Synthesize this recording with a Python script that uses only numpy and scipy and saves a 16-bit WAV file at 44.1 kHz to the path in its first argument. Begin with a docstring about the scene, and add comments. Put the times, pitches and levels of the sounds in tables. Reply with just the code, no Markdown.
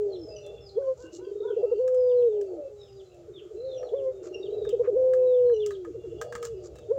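"""Collared dove in a garden cage

A near dove coos: a short note, a rolling trill, a long note that breaks down into a sigh; far doves answer.
All bird voices are sines with wandering pitch and level; growls, murmur and throat air are shaped noise.
Chicks peep, a hen calls faintly; taps are noise bursts that also ring perch modes, rustles are noise strokes.
Behind: leaf noise stirred band by band and the rumble of a far road."""
import sys
import numpy as np
from scipy import signal
from scipy.fft import rfft, irfft, next_fast_len
from scipy.io import wavfile
from scipy.ndimage import uniform_filter1d, map_coordinates

SR = 44100
rng = np.random.default_rng(int(sys.argv[2]) if len(sys.argv) > 2 else 0)


def master(y):
    """Save y as 16-bit WAV."""
    cut = np.clip(np.atleast_2d(y).T, -1, 1)
    pcm = np.round(cut * 32767)  # scale
    wavfile.write(sys.argv[1], SR, pcm.astype(np.int16))


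N = 307818
TIME = np.arange(N) / SR
BREAK_S = 0.004  # speed of a voice break


# near dove, short notes: break_s, scoop_s (before break), length_s (after break), swell_db
SHORT_NOTES = [(0.789, 0.029, 0.15, 10), (3.947, 0.028, 0.18, 7), (6.924, 0.033, 0.13, 22)]
# short-note harmonics, fundamental up: gain_db
SHORT_NOTE_OVERTONES = [1, -34, -51, -52.5]
# near dove, long coos: start_s, break_s, end_s, pitch_hz, level_db (before harmonics), swell_db
COOS = [(-0.6, -0.062, 0.25, 514, -21.5, 3), (1.808, 2.289, 2.6, 511.9, -24, 5),
        (4.971, 5.543, 5.91, 517.1, -22, 3)]
# near dove, two trills: start_s, level_db (before harmonics)
BEATS = [(1.04, -41.5), (1.132, -39), (1.187, -36), (1.226, -36), (1.27, -30.5), (1.314, -29.5),
         (1.356, -28), (1.404, -27), (1.452, -25), (1.505, -24.5), (1.567, -22.5), (1.631, -20),
         (1.716, -20.5), (4.22, -37.5), (4.266, -36), (4.311, -35), (4.358, -32), (4.4, -32.5),
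         (4.441, -31), (4.483, -29.5), (4.526, -26.5), (4.569, -26.5), (4.616, -26), (4.669, -24.5),
         (4.729, -20.5), (4.796, -20), (4.876, -20)]
# coo harmonics, fundamental up: gain_db
NEAR_OVERTONES = [0.5, -42.5, -58]
# spectrum of throat air and of the blurred far doves: freq_hz, gain_db (relative)
MURMUR_COLOUR = [(250, -25), (380, -2), (470, 4.5), (540, -9), (600, 0.5), (690, -17.5), (820, -18.5),
                 (1000, -43.5)]


def near_dove(rush_db=-37, trill_rush_db=-23, flutter_db=1.24, settle_s=0.19, sigh_flutter_db=1.5):
    """Close, almost dry voice; coos flutter until settled and in the sigh; throat air follows loudness."""
    calls = [short_note(*row) for row in SHORT_NOTES]
    coos = [long_coo(*row, scoop_s=.04, sag=0.063, drop_db=8, sigh_db=11.5, step_db=5.5) for row in COOS]
    unsteady_db = np.zeros(N)
    for s, break_s, end_s, *_ in COOS:
        sigh = np.clip((TIME - break_s) / (end_s - break_s), 0, 1)
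        unsteady_db += flutter_db * np.exp(-((TIME - s) / settle_s) ** 2)
        unsteady_db += sigh_flutter_db * np.sin(np.pi * sigh)
    song = held_notes(calls, SHORT_NOTE_OVERTONES, jitter=.004, shimmer_db=.7, fade_s=.008)
    long_notes = held_notes(coos, NEAR_OVERTONES, jitter=.003, shimmer_db=.25, fade_s=.008)
    song += from_db(unsteady_db * drift(85)) * long_notes
    rolls = trill(BEATS, top_db=-19.5, top_hz=484, hum_hz=418, hum_db=-29.0, hum_s=0.052,
                  hum_below_db=4.5, dip=.04, edge_s=0.0032, rough_db=2.0)
    rush = from_db(rush_db) * np.abs(song) + from_db(trill_rush_db) * np.abs(rolls)
    airflow = uniform_filter1d(rush, size=400)
    return scatter(song + rolls + airflow * noise(MURMUR_COLOUR), t60_s=.35, wet_db=-28)


def short_note(s, scoop_s, length_s, swell_db, low_hz=385, break_hz=495, high_hz=565, sag=.08,
               accent_db=-19, rise_db=22, rest_db=-33, swell_at=0.75, swell_width=0.23, release_db=11):
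    """Loud upward scoop breaks to a softer high note that sags, swells, stops: rows s, hz, db."""
    t = np.linspace(-scoop_s, length_s, 300)
    early, u = np.clip(-t / scoop_s, 0, 1), np.clip(t / length_s, 0, 1)
    high = .5 + .5 * np.tanh(t / BREAK_S)
    scoop_hz = break_hz + (low_hz - break_hz) * early
    scoop_db = accent_db - rise_db * early ** 2.0
    note_hz = high_hz * (1 - sag * np.sin(np.pi / 2 * u))
    swell = np.exp(-((u - swell_at) / swell_width) ** 2)
    note_db = rest_db + swell_db * swell - release_db * u ** 10
    hz = scoop_hz + high * (note_hz - scoop_hz)
    db = scoop_db + high * (note_db - scoop_db)
    return np.transpose([s + t, hz, db])


def long_coo(s, break_s, end_s, hz, db, swell_db, scoop_s, sag, drop_db, sigh_db,
             step_db=0, step_after_s=0.156, scoop=0.3, rise_db=12, droop=0.057,
             sigh_start=.83, sigh_fall=.275):
    """Voice scoops up, sags and swells, breaks down to a falling sigh, may step weaker: rows s, hz, db."""
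    t = np.linspace(s - scoop_s, end_s, 900)
    early = np.clip((s - t) / scoop_s, 0, 1)
    u = np.clip((t - s) / (break_s - s), 0, 1)
    v = np.clip((t - break_s) / (end_s - break_s), 0, 1)
    broken = .5 + .5 * np.tanh((t - break_s) / BREAK_S)
    spent = .5 + .5 * np.tanh((t - break_s - step_after_s) / BREAK_S)
    held = 1 - scoop * early - sag * u ** 1.5 - droop * u ** 20
    sigh = sigh_start * (1 - sigh_fall * v ** 2)
    level_db = db - rise_db * early ** 2 + swell_db * u
    level_db = level_db - drop_db * broken - sigh_db * v ** 2.3 - step_db * spent
    return np.transpose([t, hz * (held + broken * (sigh - held)), level_db])


def trill(beats, top_db, top_hz, hum_hz, hum_db, hum_s, hum_below_db, dip, edge_s, rough_db,
          arch=.04, pause_s=.007):
    """Abrupt beats arch in pitch, higher and longer with effort; a weaker, rougher hum fills the gaps."""
    out, tremor, quaver = np.zeros(N), drift(130), drift(90)
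    next_starts = [row[0] for row in beats[1:]] + [np.inf]
    for (s, db), following in zip(beats, next_starts):
        length_s = .01 + .02 * np.exp((db - top_db) / 2.5)
        hz = top_hz * np.exp((db - top_db) / 60)
        on = (TIME > s - .02) & (TIME < s + .12)
        t = TIME[on] - s
        opened = .5 + .5 * np.tanh(t / edge_s)
        closed = .5 + .5 * np.tanh((t - length_s) / edge_s)
        gap_s = np.clip(following - s - length_s - pause_s, .005, hum_s)
        after = np.clip((t - length_s) / gap_s, 0, 1)
        bow = np.abs(np.sin(np.pi * after))
        beat = from_db(db) * opened * (1 - closed)
        hum = from_db(min(db - hum_below_db, hum_db)) * np.sqrt(bow) * (1 - after / 2)
        high_hz = hz * (1 + arch * (np.sin(np.pi * np.clip(t / length_s, 0, 1)) - .5))
        low_hz = min(hz, hum_hz) * (1 - dip * bow)
        pitch_hz = (high_hz + closed * (low_hz - high_hz)) * (1 + .012 * quaver[on])
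        roughness = from_db(rough_db * closed * tremor[on])
        out[on] += (beat + hum) * roughness * voice(pitch_hz, NEAR_OVERTONES)
    return out


def held_notes(notes, overtones, jitter, shimmer_db, fade_s):
    """Sung notes follow pitch and level curves with a slight quaver."""
    out, quaver, tremor = np.zeros(N), drift(70), drift(60)
    for rows in notes:
        hz, db = in_time(rows)
        inside_s = np.minimum(TIME - rows[0][0], rows[-1][0] - TIME)
        gate = np.clip(1 + inside_s / fade_s, 0, 1)  # fades lie outside the note
        on = gate > 0
        level = from_db(db[on] + shimmer_db * tremor[on]) * np.sin(np.pi / 2 * gate[on]) ** 2
        out[on] += level * voice(hz[on] * (1 + jitter * quaver[on]), overtones)
    return out


def voice(hz, overtones_db, wander_db=3.5):
    """Harmonic sines; those above the fundamental come and go as the bird moves."""
    phase = 2 * np.pi * (np.cumsum(hz) / SR + rng.random())
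    out = np.zeros(len(hz))
    for k, db in enumerate(overtones_db, 1):
        gain = from_db(db + (k > 1) * wander_db * drift(30, size=len(hz)))
        out += gain * np.sin(k * phase)
    return np.sqrt(2) * out


# far coos: start_s, break_s, end_s, pitch_hz, level_db (before harmonics), swell_db, sag_share
FAR_COOS = [(3.649, 3.947, 4.29, 529, -41, 1.5, .11), (6.24, 6.544, 6.72, 485.6, -40.5, 0, 0.0637)]
# far coo harmonics, fundamental up: gain_db
FAR_OVERTONES = [2.4]
# plain sagging hoots: start_s, length_s, start_pitch_hz, level_db (before harmonics, low-pass)
HOOTS = [(0.268, 0.54, 425, -50.5), (0.312, 0.14, 634, -51), (2.6, 0.056, 592, -40),
         (2.712, 0.306, 418.8, -51), (3.071, 0.17, 369.6, -57), (4.99, 0.3, 410, -50)]
# hoot harmonics, fundamental up: gain_db
HOOT_OVERTONES = [2.5, -19.5]
# far, halting trill beats: start_s, level_db (before harmonics)
FAR_BEATS = [(3.283, -38), (3.352, -42.5), (3.418, -38), (3.512, -36.5), (5.875, -35), (5.945, -34),
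             (6.04, -34.5), (6.118, -34.5)]
# hoarse toneless stretches: start_s, length_s, peak_level_db
GROWLS = [(1.57, 0.1, -40), (2.426, 0.21, -50), (3.104, .16, -57), (3.758, 0.21, -43), (6.157, 0.2, -44.5)]
# growl spectrum: freq_hz, gain_db (relative)
GROWL_COLOUR = [(400, -16), (520, -4), (600, 5), (680, -3.5), (800, -12), (950, -32.5)]
# blur of many doves: time_s, level_db (before murmur_db)
MURMUR = [(0.0, -49.5), (0.9, -54.5), (1.94, -62), (2.55, -44.5), (2.82, -62.5), (3.4, -63.5),
          (3.88, -47.5), (4.04, -52.5), (4.86, -46.5), (6.04, -64.5), (6.26, -57), (6.98, -48.5)]


def far_doves(murmur_db=4, hoot_sag=0.083, throat_hz=860):
    """Answering voices, wetter, hoarser, less steady, over a swelling noise murmur of the rest."""
    notes = [long_coo(*row, scoop_s=0.12, sag=sag, drop_db=2.0, sigh_db=13.0,
                      sigh_start=.775, sigh_fall=0.1415) for *row, sag in FAR_COOS]
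    coos = held_notes(notes, FAR_OVERTONES, jitter=0.0022, shimmer_db=2.5, fade_s=0.03)
    sagging = [[(s, hz, db), (s + length_s, hz * (1 - hoot_sag), db)] for s, length_s, hz, db in HOOTS]
    hoots = held_notes(sagging, HOOT_OVERTONES, jitter=0.0021, shimmer_db=1.5, fade_s=0.04)
    hoots = signal.sosfilt(signal.butter(10, throat_hz, fs=SR, output="sos"), hoots)
    rolls = trill(FAR_BEATS, top_db=-32, top_hz=478, hum_hz=415.0, hum_db=-37, hum_s=0.062,
                  hum_below_db=5, dip=0.1436, edge_s=0.0067, rough_db=3.5)
    growls = sum(from_db(db) * stroke(s, length_s) for s, length_s, db in GROWLS)
    calls = coos + hoots + rolls + growls * noise(GROWL_COLOUR)
    swell_db = 3 * drift(14)
    murmur = from_db(in_time(MURMUR)[0] + murmur_db + swell_db) * noise(MURMUR_COLOUR)
    return scatter(calls, t60_s=.3, wet_db=-7) + murmur


# claws, beaks on wood and wire: start_s, tick_db (before tick_db trim), knock_db (relative drive)
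TAPS = [(0.464, -44, -64), (1.8777, -43, -51), (1.9445, -46, -61), (2.412, -45.5, -64), (3.1434, -54, -82),
        (3.829, -57.5, -53), (4.6502, -55, -48), (4.691, -41.5, -58), (5.1351, -40, -44.5),
        (5.4959, -67, -51.5), (5.662, -30.5, -53), (5.707, -42.5, -43.5), (5.8482, -52, -48.5),
        (6.2138, -29, -36.5), (6.324, -36, -40.5), (6.352, -34.5, -35), (6.427, -32, -41),
        (6.451, -32.5, -46.5), (6.756, -44, -62), (6.7853, -49, -59.5)]
# tick spectrum: freq_hz, gain_db (relative)
TICK_COLOUR = [(1500, -20.5), (2800, 0), (4000, -4.5), (5500, 2), (7300, 4.5), (9000, -6.5), (12000, -19),
               (15500, -9)]
# perch modes: freq_hz (mean-ish, varies per tap), gain_db, t60_s
PERCH_MODES = [(1266, 6.5, 0.032), (1628, 6, 0.016), (1640, -5.5, 0.012), (3050, -13, 0.018)]


def taps(onset_s=0.00052, crack_s=0.0035, rattle_s=0.026, rattle_db=-15, tick_db=-8,
         chatter_db=3, spot_spread=0.0078):
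    """Brief contact, uneven mesh rattle; noise drives perch modes, detuned a little at each spot."""
    tick, wood = np.zeros(N), np.zeros(N)
    for s, bright_db, woody_db in TAPS:
        on = (TIME >= s) & (TIME < s + .15)
        t = TIME[on] - s
        decay = np.exp(-t / crack_s) + from_db(rattle_db) * np.exp(-t / rattle_s)
        blow = np.minimum(t / onset_s, 1) * decay
        tick[on] += from_db(bright_db + tick_db) * blow
        grit = rng.standard_normal(SR // 4)[:len(t)]
        force = from_db(woody_db) * blow / np.linalg.norm(blow) * grit
        for hz, db, t60_s in PERCH_MODES:
            mode_hz = hz * (1 + spot_spread * rng.uniform(-0.92, 1))
            wood[on] += from_db(db) * ring(force, mode_hz, t60_s)
    rattle = tick * from_db(chatter_db * drift(400)) * noise(TICK_COLOUR)
    return scatter(rattle + wood, t60_s=0.059, wet_db=-12.0)


def ring(x, hz, t60_s):
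    """Two-pole resonator: a unit click starts a decaying sine of height 1."""
    r, w = from_db(-60 / (t60_s * SR)), 2 * np.pi * hz / SR
    return signal.lfilter([0, np.sin(w)], [1, -2 * r * np.cos(w), r * r], x + 1e-18)


# feathers brush, feet shuffle: start_s, length_s, hiss_db, scrape_db (peak, before grain)
RUSTLES = [(0.958, 0.13, -62.5, -82.5), (1.114, 0.087, -55.5, -92), (4.222, 0.073, -57.5, -58),
           (4.827, 0.061, -90, -50.5), (6.414, 0.078, -51.5, -55), (6.624, 0.066, -57.5, -67)]
# feather spectrum: freq_hz, gain_db (relative)
HISS_COLOUR = [(4000, -5), (5800, 1), (7400, 4.5), (8800, -25), (15000, -31.5)]
# foot spectrum: freq_hz, gain_db (relative)
SCRAPE_COLOUR = [(700, -10), (1250, 14), (1700, 1.5), (2600, -4.5), (5000, -27)]


def rustles(grain_db=3.0):
    """Feathers hiss, feet scrape: grainy half-sine strokes of shaped noise."""
    hiss, scrape = np.zeros(N), np.zeros(N)
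    for s, length_s, hiss_db, scrape_db in RUSTLES:
        hiss += from_db(hiss_db) * stroke(s, length_s)
        scrape += from_db(scrape_db) * stroke(s, length_s)
    brushed = hiss * noise(HISS_COLOUR) + scrape * noise(SCRAPE_COLOUR)
    return brushed * from_db(grain_db * drift(270))


# peeps, hold then drop hoarsely: start_s, length_s, start_pitch_hz, level_db (before chicks' level_db)
PEEPS = [(0.097, 0.077, 4340, -65), (0.605, 0.11, 5350, -60.5), (1.382, .18, 3755, -67),
         (2.083, 0.047, 3705, -69.5), (2.149, 0.082, 4300, -71.5), (2.244, 0.14, 3890, -73.5),
         (2.774, 0.13, 3840, -68), (2.965, 0.058, 3900, -70), (3.331, 0.079, 3670, -63),
         (3.668, .13, 3774, -62.5), (3.83, 0.072, 4380, -68), (3.95, .06, 3530, -65.5),
         (4.41, 0.073, 3830, -62), (4.621, 0.11, 3830, -60.5), (5.224, .19, 3890, -70.5),
         (5.592, 0.058, 3504, -58), (5.707, 0.057, 4000, -66), (6.739, 0.12, 3950, -75.5)]
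# thin whistles: start_s, length_s, start_pitch_hz, level_db (before chicks' level_db)
WHISTLES = [(0.161, 0.22, 5415, -63.5), (0.298, 0.32, 2653, -69.5), (0.425, 0.2, 3530, -66),
            (1.02, 0.15, 2780, -71), (1.545, 0.26, 2696, -72), (1.923, 0.23, 5200, -75),
            (2.786, 0.22, 5337, -73), (3.561, 0.14, 4100, -67.5), (3.621, .16, 4290, -71.5),
            (4.491, 0.15, 3956, -68), (5.432, 0.18, 4210, -74), (5.93, 0.72, 2780, -77.5),
            (5.95, 0.64, 3420, -78)]
# raspy cheeps: start_s, length_s, start_pitch_hz, level_db (before chicks' level_db), octave_db
CHEEPS = [(0.349, 0.047, 3053, -65, 5), (3.746, 0.072, 2960, -69.5, 4.5), (4.323, 0.056, 2852, -62, -7),
          (5.529, 0.047, 3028, -60.5, -8.5)]


def chicks(flutter_db=5.5, level_db=3, rasp_share=0.022):
    """Fluttering sines: dropping peeps, whistles that sink more the higher, cheeps, a faint flock."""
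    out, quaver, flutter = np.zeros(N), drift(900), drift(150)

    def call(s, length_s, hz, db, fall, bend, rasp_start, rasp_end, overtones_db=(0,)):
        """One call: pitch loses the share fall along a bend while pitch rasp changes."""
        on = (TIME > s) & (TIME < s + length_s)
        u = (TIME[on] - s) / length_s
        rasp = rasp_share * (rasp_start + (rasp_end - rasp_start) * u ** 3)
        wobble = 1 + rasp * quaver[on] + .006 * drift(30, size=len(u))
        pitch_hz = hz * (1 - fall * u ** bend) * wobble
        envelope = np.sqrt(np.sin(np.pi * u ** np.sqrt(bend)))
        out[on] += from_db(db + flutter_db * flutter[on]) * envelope * voice(pitch_hz, overtones_db)

    for row in PEEPS:
        call(*row, fall=0.31, bend=2.4, rasp_start=.2, rasp_end=4)
    for s, length_s, hz, db in WHISTLES:
        fall = .22 * np.log(hz / 3200)  # below 3200 Hz they rise
        call(s, length_s, hz, db, fall, bend=1, rasp_start=.4, rasp_end=.5)
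    for *row, octave_db in CHEEPS:
        call(*row, fall=0.07, bend=1, rasp_start=.6, rasp_end=.9, overtones_db=[0, octave_db])
    for when, span, pitch in rng.random((70, 3)):  # flock
        call(when * TIME[-1], .2 * span, 2600 + 2600 * pitch ** 2, -82,
             fall=.1 * pitch, bend=1, rasp_start=.4, rasp_end=1)
    return from_db(level_db) * scatter(out, t60_s=.3, wet_db=-3)


# hen's run of calls: start_s, pitch_hz (before scoop, sag), level_db (before harmonics)
HEN = [(0.79, 535, -72.5), (0.965, 524, -68.5), (1.182, 521, -70.5), (1.412, 498, -65), (1.612, 442, -68)]


def hen(length_s=0.135, sag=.05):
    """Short nasal harmonic calls scoop up to pitch and sink a little."""
    out, quaver, flutter = np.zeros(N), drift(200), drift(80)
    for s, hz, db in HEN:
        on = (TIME > s) & (TIME < s + length_s)
        u = (TIME[on] - s) / length_s
        pitch_hz = hz * (1 - 0.3 * np.exp(-6 * u) - sag * u ** 4 + 0.024 * quaver[on])
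        level = from_db(db + 2 * flutter[on]) * np.sin(np.pi * u) ** 0.54
        out[on] += level * voice(pitch_hz, overtones_db=[19, 6.9, 1.5])
    return scatter(out, t60_s=0.15, wet_db=-5)


# garden air spectrum: freq_hz, gain_db (relative)
AIR_COLOUR = [(220, -4), (700, -6.5), (950, -13.5), (1270, -2.5), (1650, -13.5), (5000, -14), (7300, -10),
              (8600, -28), (15500, -28.5)]
# far road: time_s, level_db (before lumps)
RUMBLE = [(0, -53), (1.3, -60), (4.3, -57), (4.7, -51), (5.2, -55), (6.98, -52.5)]
# far road spectrum: freq_hz, gain_db (relative)
RUMBLE_COLOUR = [(45, -17.5), (62, -0.5), (90, -6), (120, -0.5), (160, -12.5), (230, -19.5), (400, -30)]


def garden(air_db=-69):
    """Leaves stir unevenly, each noise band on its own, over the lumpy rumble of a far road."""
    lumps_db = 2 * drift(11)
    air, stirred = noise(AIR_COLOUR), np.zeros(N)
    for edge_hz in np.geomspace(700, 9000, 9):
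        band = signal.sosfiltfilt(signal.butter(4, edge_hz, fs=SR, output="sos"), air)
        air = air - band  # remainder above the edge
        stirred += band * from_db(2 * drift(20))
    rumble = from_db(in_time(RUMBLE)[0] + lumps_db) * noise(RUMBLE_COLOUR)
    return from_db(air_db) * (stirred + air) + rumble


def scatter(x, t60_s, wet_db):
    """Add the diffuse echo of walls and foliage: a decaying noise tail."""
    t = TIME[:SR // 2]
    tail = rng.standard_normal(len(t)) * from_db(-60 * t / t60_s) * (t > .004)
    return x + from_db(wet_db) * signal.fftconvolve(x, tail / np.linalg.norm(tail))[:N]


def noise(colour):
    """Unit-rms noise through freq_hz, gain_db points, falling away beyond them."""
    hz, db = np.transpose(colour)
    size = next_fast_len(N, True)
    log_f = np.log(np.fft.rfftfreq(size, 1 / SR) + 1)
    outside = np.abs(log_f - np.clip(log_f, np.log(hz[0]), np.log(hz[-1])))
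    gain = from_db(np.interp(log_f, np.log(hz), db) - 40 * outside)
    return rms_one(irfft(rfft(rng.standard_normal(size)) * gain, size)[:N])


def drift(rate_hz, size=N):
    """Smooth random wander of about unit spread: splined knots at rate_hz."""
    knots = rng.standard_normal(4096)
    return map_coordinates(knots, [TIME[:size] * rate_hz], order=3, mode="wrap")


def stroke(s, length_s):
    """Half-sine envelope, peak 1."""
    return np.abs(np.sin(np.pi * np.clip((TIME - s) / length_s, 0, 1)))


def in_time(rows):
    """Curve columns, linear between rows."""
    s, *columns = np.transpose(rows)
    return [np.interp(TIME, s, c) for c in columns]


def from_db(db):
    """Decibels to gain."""
    return 10 ** (np.asarray(db) / 20)


def rms_one(x):
    """Scale to unit rms."""
    return x / np.sqrt(np.mean(x ** 2) + 1e-20)


def scene():
    """All sources in the middle: two equal channels."""
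    middle = near_dove() + far_doves() + taps() + rustles() + chicks() + hen() + garden()
    return np.array([middle, middle])


def record(dry, cutoff_hz=15900):
    """Steep elliptic low-pass cuts the top."""
    return signal.sosfilt(signal.ellip(10, .1, 90, cutoff_hz, fs=SR, output="sos"), dry)


dry = scene()
out = record(dry)
master(out)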